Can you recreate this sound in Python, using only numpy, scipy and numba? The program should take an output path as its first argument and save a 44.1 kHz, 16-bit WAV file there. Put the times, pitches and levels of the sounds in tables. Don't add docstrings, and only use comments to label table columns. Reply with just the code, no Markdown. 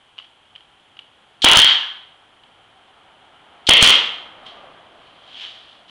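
import sys
import numpy as np
from scipy import signal
from scipy.fft import rfft, irfft
from scipy.io import wavfile
from scipy.ndimage import uniform_filter1d
from numba import njit

SR = 44100
rng = np.random.default_rng(int(sys.argv[2]) if len(sys.argv) > 2 else 0)


def dump(signal):
    limited = np.clip(np.atleast_2d(signal).T, -1, 1)
    pcm = np.round(limited * 32767).astype(np.int16)
    wavfile.write(sys.argv[1], SR, pcm)


def makeup_ratio(level_db):
    decades = np.asarray(level_db, float) / 20
    return 10 ** decades


N = 260172
T = np.arange(N) / SR


def level(x, rms_db):
    return x * makeup_ratio(rms_db) / np.sqrt(np.mean(x ** 2))


def colour(x, points):
    hz, db = np.transpose(points)
    size = 4096
    bins_hz = np.fft.rfftfreq(size, 1 / SR)
    gain_db = np.interp(np.log(bins_hz + 1), np.log(hz), db)
    cepstrum = irfft(np.log(makeup_ratio(gain_db)))
    cepstrum[1:size // 2] *= 2
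    cepstrum[size // 2 + 1:] = 0
    impulse = irfft(np.exp(rfft(cepstrum)))
    return signal.fftconvolve(x, impulse)[:len(x)]


def band(x, hz, width_hz):
    return signal.lfilter(*signal.iirpeak(hz, hz / width_hz, fs=SR), x)


def burst(start_s, t60_s, rise_s=0.00035):
    t = np.maximum(T - start_s, 0)
    return (1 - np.exp(-t / rise_s)) * np.exp(-np.log(1000) * t / t60_s)


# time_s, level_db, lower_hump_hz
TRAFFIC_PATH = [(0, -56.5, 793.6), (.9, -55, 782), (2.3, -53.5, 771.6), (3.2, -51.5, 766),
                (4.3, -46, 725.5), (4.65, -45.5, 675), (4.9, -49, 672), (5.3, -50, 701.5), (5.9, -52, 713)]
# freq_hz, density_db (dB per Hz)
RUMBLE_SPECTRUM = [(30, -24), (100, -4.5), (250, 2), (500, 0), (1000, 3), (1600, -1.5), (2400, -8),
                   (4000, -39.5)]
MIDDLE_DB = -53.5
HUMP_DB, HUMP_GROWTH = -3.5, 0.73
TREBLE_DB, TREBLE_GROWTH = -61.5, 0.3


def traffic():
    columns = np.transpose(TRAFFIC_PATH)
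    _, level_db, hump_hz = (np.interp(T, columns[0], column) for column in columns)
    noise = rng.standard_normal((4, N))
    phase = 2 * np.pi * np.cumsum(hump_hz) / SR
    lower = level(signal.lfilter([1], [1, -0.99], noise[1]) * np.cos(phase), 0)
    upper = level(signal.lfilter([1], [1, -0.99], noise[3]) * np.cos(1.75 * phase), -6)
    swell_db = level_db - MIDDLE_DB
    humps = makeup_ratio(HUMP_DB + HUMP_GROWTH * swell_db) * (lower + upper)
    rumble = level(colour(noise[0], RUMBLE_SPECTRUM), 0)
    treble = level(band(noise[2], 2400, 1900), 0)
    return makeup_ratio(level_db) * (rumble + humps) + makeup_ratio(TREBLE_DB + TREBLE_GROWTH * swell_db) * treble


# start_s, level_db, click_db, knock_db, rustle_db (last three re level_db)
TAP_EVENTS = [(0.1714, -48, -4, -4, -22), (0.181, -29, -9, -8, -27), (0.1869, -36.5, 10.5, -6.5, -27),
              (0.1978, -34.5, -12, -12, -24), (0.223, -43, 1, -18, -22), (0.244, -39, -19, -30, -23),
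              (0.453, -47, -13, -22, -22), (0.552, -43.5, 7, -18, -21), (0.559, -34, -6, -27, -22),
              (0.607, -42, -1.5, -21, -20), (0.9682, -40.5, -1.5, -6.5, -17), (0.9905, -30, -2.5, -16, -14),
              (2.4355, -42, -4, -11, -12), (4.4642, -35, -21, -24, 4.5)]
# loudest_s, level_db, swell_db_per_s, fade_db_per_s
SCRAPE_STROKES = [(4.465, -42.5, 900, 120), (5.06, -57.5, 57.5, 59.5), (5.421, -34.5, 117.5, 80.5),
                  (5.72, -55.5, 113, 89.5), (5.891, -47.5, 1200, 60)]
RATTLE_T60_S = 0.035


def handling():
    noise = rng.standard_normal((4, N))
    rattle = level(band(noise[0], 2200, 1400), 0)
    knock = level(band(noise[0], 1300, 300), 0)
    taps = np.zeros(N)
    for start_s, level_db, click_db, knock_db, rustle_db in TAP_EVENTS:
        click = burst(start_s, 0.015) * np.sin(2 * np.pi * 2900 * (T - start_s))
        shake = 0.47 * rattle + makeup_ratio(knock_db) * knock + makeup_ratio(rustle_db) * noise[3]
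        shake *= burst(start_s, RATTLE_T60_S, rise_s=0.0003)
        taps += makeup_ratio(level_db) * (makeup_ratio(click_db) * click + shake)
    pressure = np.zeros(N)
    for loudest_s, level_db, swell_db_per_s, fade_db_per_s in SCRAPE_STROKES:
        before_db = swell_db_per_s * (loudest_s - T)
        after_db = fade_db_per_s * (T - loudest_s)
        pressure += makeup_ratio(level_db - np.where(T < loudest_s, before_db, after_db))
    grain = makeup_ratio(2.5 * level(uniform_filter1d(noise[1], size=60), 0))
    slide = colour(noise[2] * grain, [(400, -21), (1500, -6), (4000, -2.5), (9000, -13.5)])
    return taps + pressure * level(slide, 0)


# valve_s, blow_s, blow_db, slat_hz, ring_db
SHOT_EVENTS = [(1.4185, 1.4432, 10.5, 1000, -8), (3.6675, 3.6892, 11.5, 2150, 1)]
# exhaust_s, piston_home_s, puff_db, vent_db, return_knock_db
RELEASE_EVENTS = [(1.546, 1.571, -3, -6, 10), (3.806, 3.8255, 5, -9, 12.5)]
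# freq_hz, width_hz, level_re_slat_db
BENCH_MODES = [(500, 300, -4), (999, 630, -2)]
# freq_hz, density_db (dB per Hz)
AIR_SPECTRUM = [(100, -34.5), (400, -15), (1500, -6.5), (4000, 11), (10000, 3.5)]
# freq_hz, density_db (dB per Hz)
BLOW_SPECTRUM = [(40, -0.5), (200, 3.5), (500, -3.5), (1200, 9.5), (2500, 6), (5000, -7.5), (10000, -11)]
# freq_hz, density_db (dB per Hz)
VENT_SPECTRUM = [(150, -12), (500, -18.5), (1500, 7), (3200, 1.5), (6000, -6.5), (10000, -6)]
TRIGGER_LEAD_S, TRIGGER_DB, VALVE_DB = 0.0063, -35.5, -11.5
BENCH_T60_S, SLAT_T60_S = 0.23, 0.32


def nailer():
    air = level(colour(rng.standard_normal(N), AIR_SPECTRUM), 0)
    crack = level(colour(rng.standard_normal(N), BLOW_SPECTRUM), 0)
    jet = level(colour(air, [(1500, -19.5), (3200, -16), (6000, -2), (10000, 3)]), 0)
    wood = rng.standard_normal(N)
    bench = sum(level(band(wood, hz, width_hz), db) for hz, width_hz, db in BENCH_MODES)
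    vent = level(colour(rng.standard_normal(N), VENT_SPECTRUM), 0)
    out = np.zeros(N)
    for valve_s, blow_s, blow_db, slat_hz, ring_db in SHOT_EVENTS:
        out += makeup_ratio(TRIGGER_DB) * burst(valve_s - TRIGGER_LEAD_S, 0.0037) * air
        out += makeup_ratio(VALVE_DB) * burst(valve_s, 0.13, rise_s=0.0015) * air
        thump = -np.sin(2 * np.pi * 650 * (T - blow_s)) * burst(blow_s, 0.008, rise_s=0.001)
        out += makeup_ratio(blow_db + 3) * thump
        out += makeup_ratio(blow_db) * burst(blow_s + 0.00083, 0.02) * crack
        out += makeup_ratio(ring_db) * burst(blow_s + 0.01, BENCH_T60_S, rise_s=0.005) * bench
        slat = level(band(band(wood, slat_hz, 800), slat_hz, 800), 0)
        out += makeup_ratio(ring_db) * burst(blow_s + 0.012, SLAT_T60_S, rise_s=0.004) * slat
    for exhaust_s, piston_home_s, puff_db, vent_db, return_knock_db in RELEASE_EVENTS:
        out += makeup_ratio(puff_db) * burst(exhaust_s, 0.25, rise_s=0.005) * (T < piston_home_s) * jet
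        out += makeup_ratio(vent_db) * burst(exhaust_s, 0.42, rise_s=0.011) * vent
        out += makeup_ratio(return_knock_db) * burst(piston_home_s, 0.0056) * crack
    return out


# freq_hz, t60_s, level_db
ROOM_BANDS = [(121.7, .35, -13), (250, 0.69, -3.5), (520, 0.47, 2), (930, .75, -6), (1601, 0.73, -7.5),
              (2100, 0.38, 2.5), (3460, 0.59, 1.5), (5000, 0.35, 9.5), (9000, 0.17, 8)]


def workshop(x):
    t = T[:int(1.4 * SR)]
    echoes = np.zeros(len(t))
    for hz, t60_s, level_db in ROOM_BANDS:
        noise = band(rng.standard_normal(len(t)), hz, 0.45 * hz)
        echoes += makeup_ratio(level_db) * noise * np.exp(-np.log(1000) * t / t60_s)
    first_wall_s, build_s = 0.0115, 0.0057
    echoes *= np.clip((t - first_wall_s) / build_s, 0, 1)
    return signal.fftconvolve(x, echoes)[:N] / np.sqrt(np.sum(echoes ** 2))


@njit
def follow(x, attack, release):
    env, e = np.empty(len(x)), 1e-9
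    for i in range(len(x)):
        e += (abs(x[i]) - e) * (attack if abs(x[i]) > e else release)
        env[i] = e
    return env


# delay_s, level_db, half_width_ms
BLOW_OVERLOADS = [(.0022, 2.2, 1.2), (.0052, 1.5, 2.1)]
# delay_s, level_db, half_width_ms
RETURN_OVERLOADS = [(.0017, 1.7, 2.2)]
# time_s, level_db
CRACKLE_EVENTS = [(1.4586, .6), (1.4875, 1.3), (1.4985, .5), (1.5155, 1.7), (1.5222, 1.6), (1.534, 1.8),
                  (1.5585, 1.3), (1.5847, 1.4), (1.5918, 1.7), (1.5995, 1.7), (1.602, 1.3), (1.6193, 1.3),
                  (1.6462, 1.3), (3.7102, 1), (3.7365, 1.5), (3.770, .9), (3.779, 1), (3.8352, 1.3),
                  (3.845, 1.7), (3.8632, 1.3), (3.8757, 1.6), (3.888, 1.1), (3.8955, 1.6), (3.9053, 1.2)]
CRACKLE_HALF_WIDTH_MS, SWING_ROUGHNESS = 0.7, 0.25


def surge(x):
    swings = [(s, db, CRACKLE_HALF_WIDTH_MS, 0) for s, db in CRACKLE_EVENTS]
    for _, blow_s, *_ in SHOT_EVENTS:
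        swings += [(blow_s + delay_s, db, ms, SWING_ROUGHNESS) for delay_s, db, ms in BLOW_OVERLOADS]
    for _, home_s, *_ in RELEASE_EVENTS:
        swings += [(home_s + delay_s, db, ms, SWING_ROUGHNESS) for delay_s, db, ms in RETURN_OVERLOADS]
    ragged = level(band(rng.standard_normal(N), 1500, 2500), 0)
    for centre_s, level_db, half_width_ms, roughness in swings:
        share = np.exp(-((T - centre_s) * 1000 / half_width_ms) ** 2)
        swing = np.cos(2 * np.pi * 3150 * (T - centre_s)) + roughness * ragged
        x = x * (1 - 0.95 * share) - makeup_ratio(level_db) * share * swing
    return x


def scene():
    shots, hands = nailer(), handling()
    to_walls = makeup_ratio(3) * shots + makeup_ratio(-13) * hands
    return (shots + hands + workshop(to_walls) + traffic())[None]


def band_limit(x):
    return signal.sosfilt(signal.butter(12, 10780, fs=SR, output="sos"), x)


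# freq_hz, gain_db
MIC_RESPONSE = [(40, -4), (200, -6), (2000, -2.5), (2600, 1), (2950, 8.5), (3170, 13), (3350, 9),
                (3650, 2.5), (4200, -2), (5000, -9.5), (7500, -17.5), (10500, -24.5)]
# freq_hz, density_db (dB per Hz)
HISS_SPECTRUM = [(25, 9), (60, 19), (120, 21.5), (250, 3.5), (3000, -2.5), (10000, 0.5)]
LIMIT_DB, ATTACK_S, RELEASE_S = -4.0, 0.0014, 0.03
HISS_DB, TOP_HZ = -66.5, 12200


def record(dry):
    x = colour(dry[0], MIC_RESPONSE)
    env = follow(x, 1 / (ATTACK_S * SR), 1 / (RELEASE_S * SR))
    x = x * np.minimum(1, makeup_ratio(LIMIT_DB) / env)
    x = surge(x / (1 + np.abs(x) ** 8) ** (1 / 8))
    x = np.where(x < -1, -1 + 11 * (-1 - x), x)
    hiss = level(colour(rng.standard_normal(N), HISS_SPECTRUM), HISS_DB)
    x = np.minimum(x, 1.6) + hiss
    x = signal.sosfilt(signal.cheby2(6, 19, TOP_HZ, fs=SR, output="sos"), x)
    x = np.clip(0.95 * x, -1, 1)
    return band_limit(x[None])


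dry = scene()
out = record(dry)
dump(out)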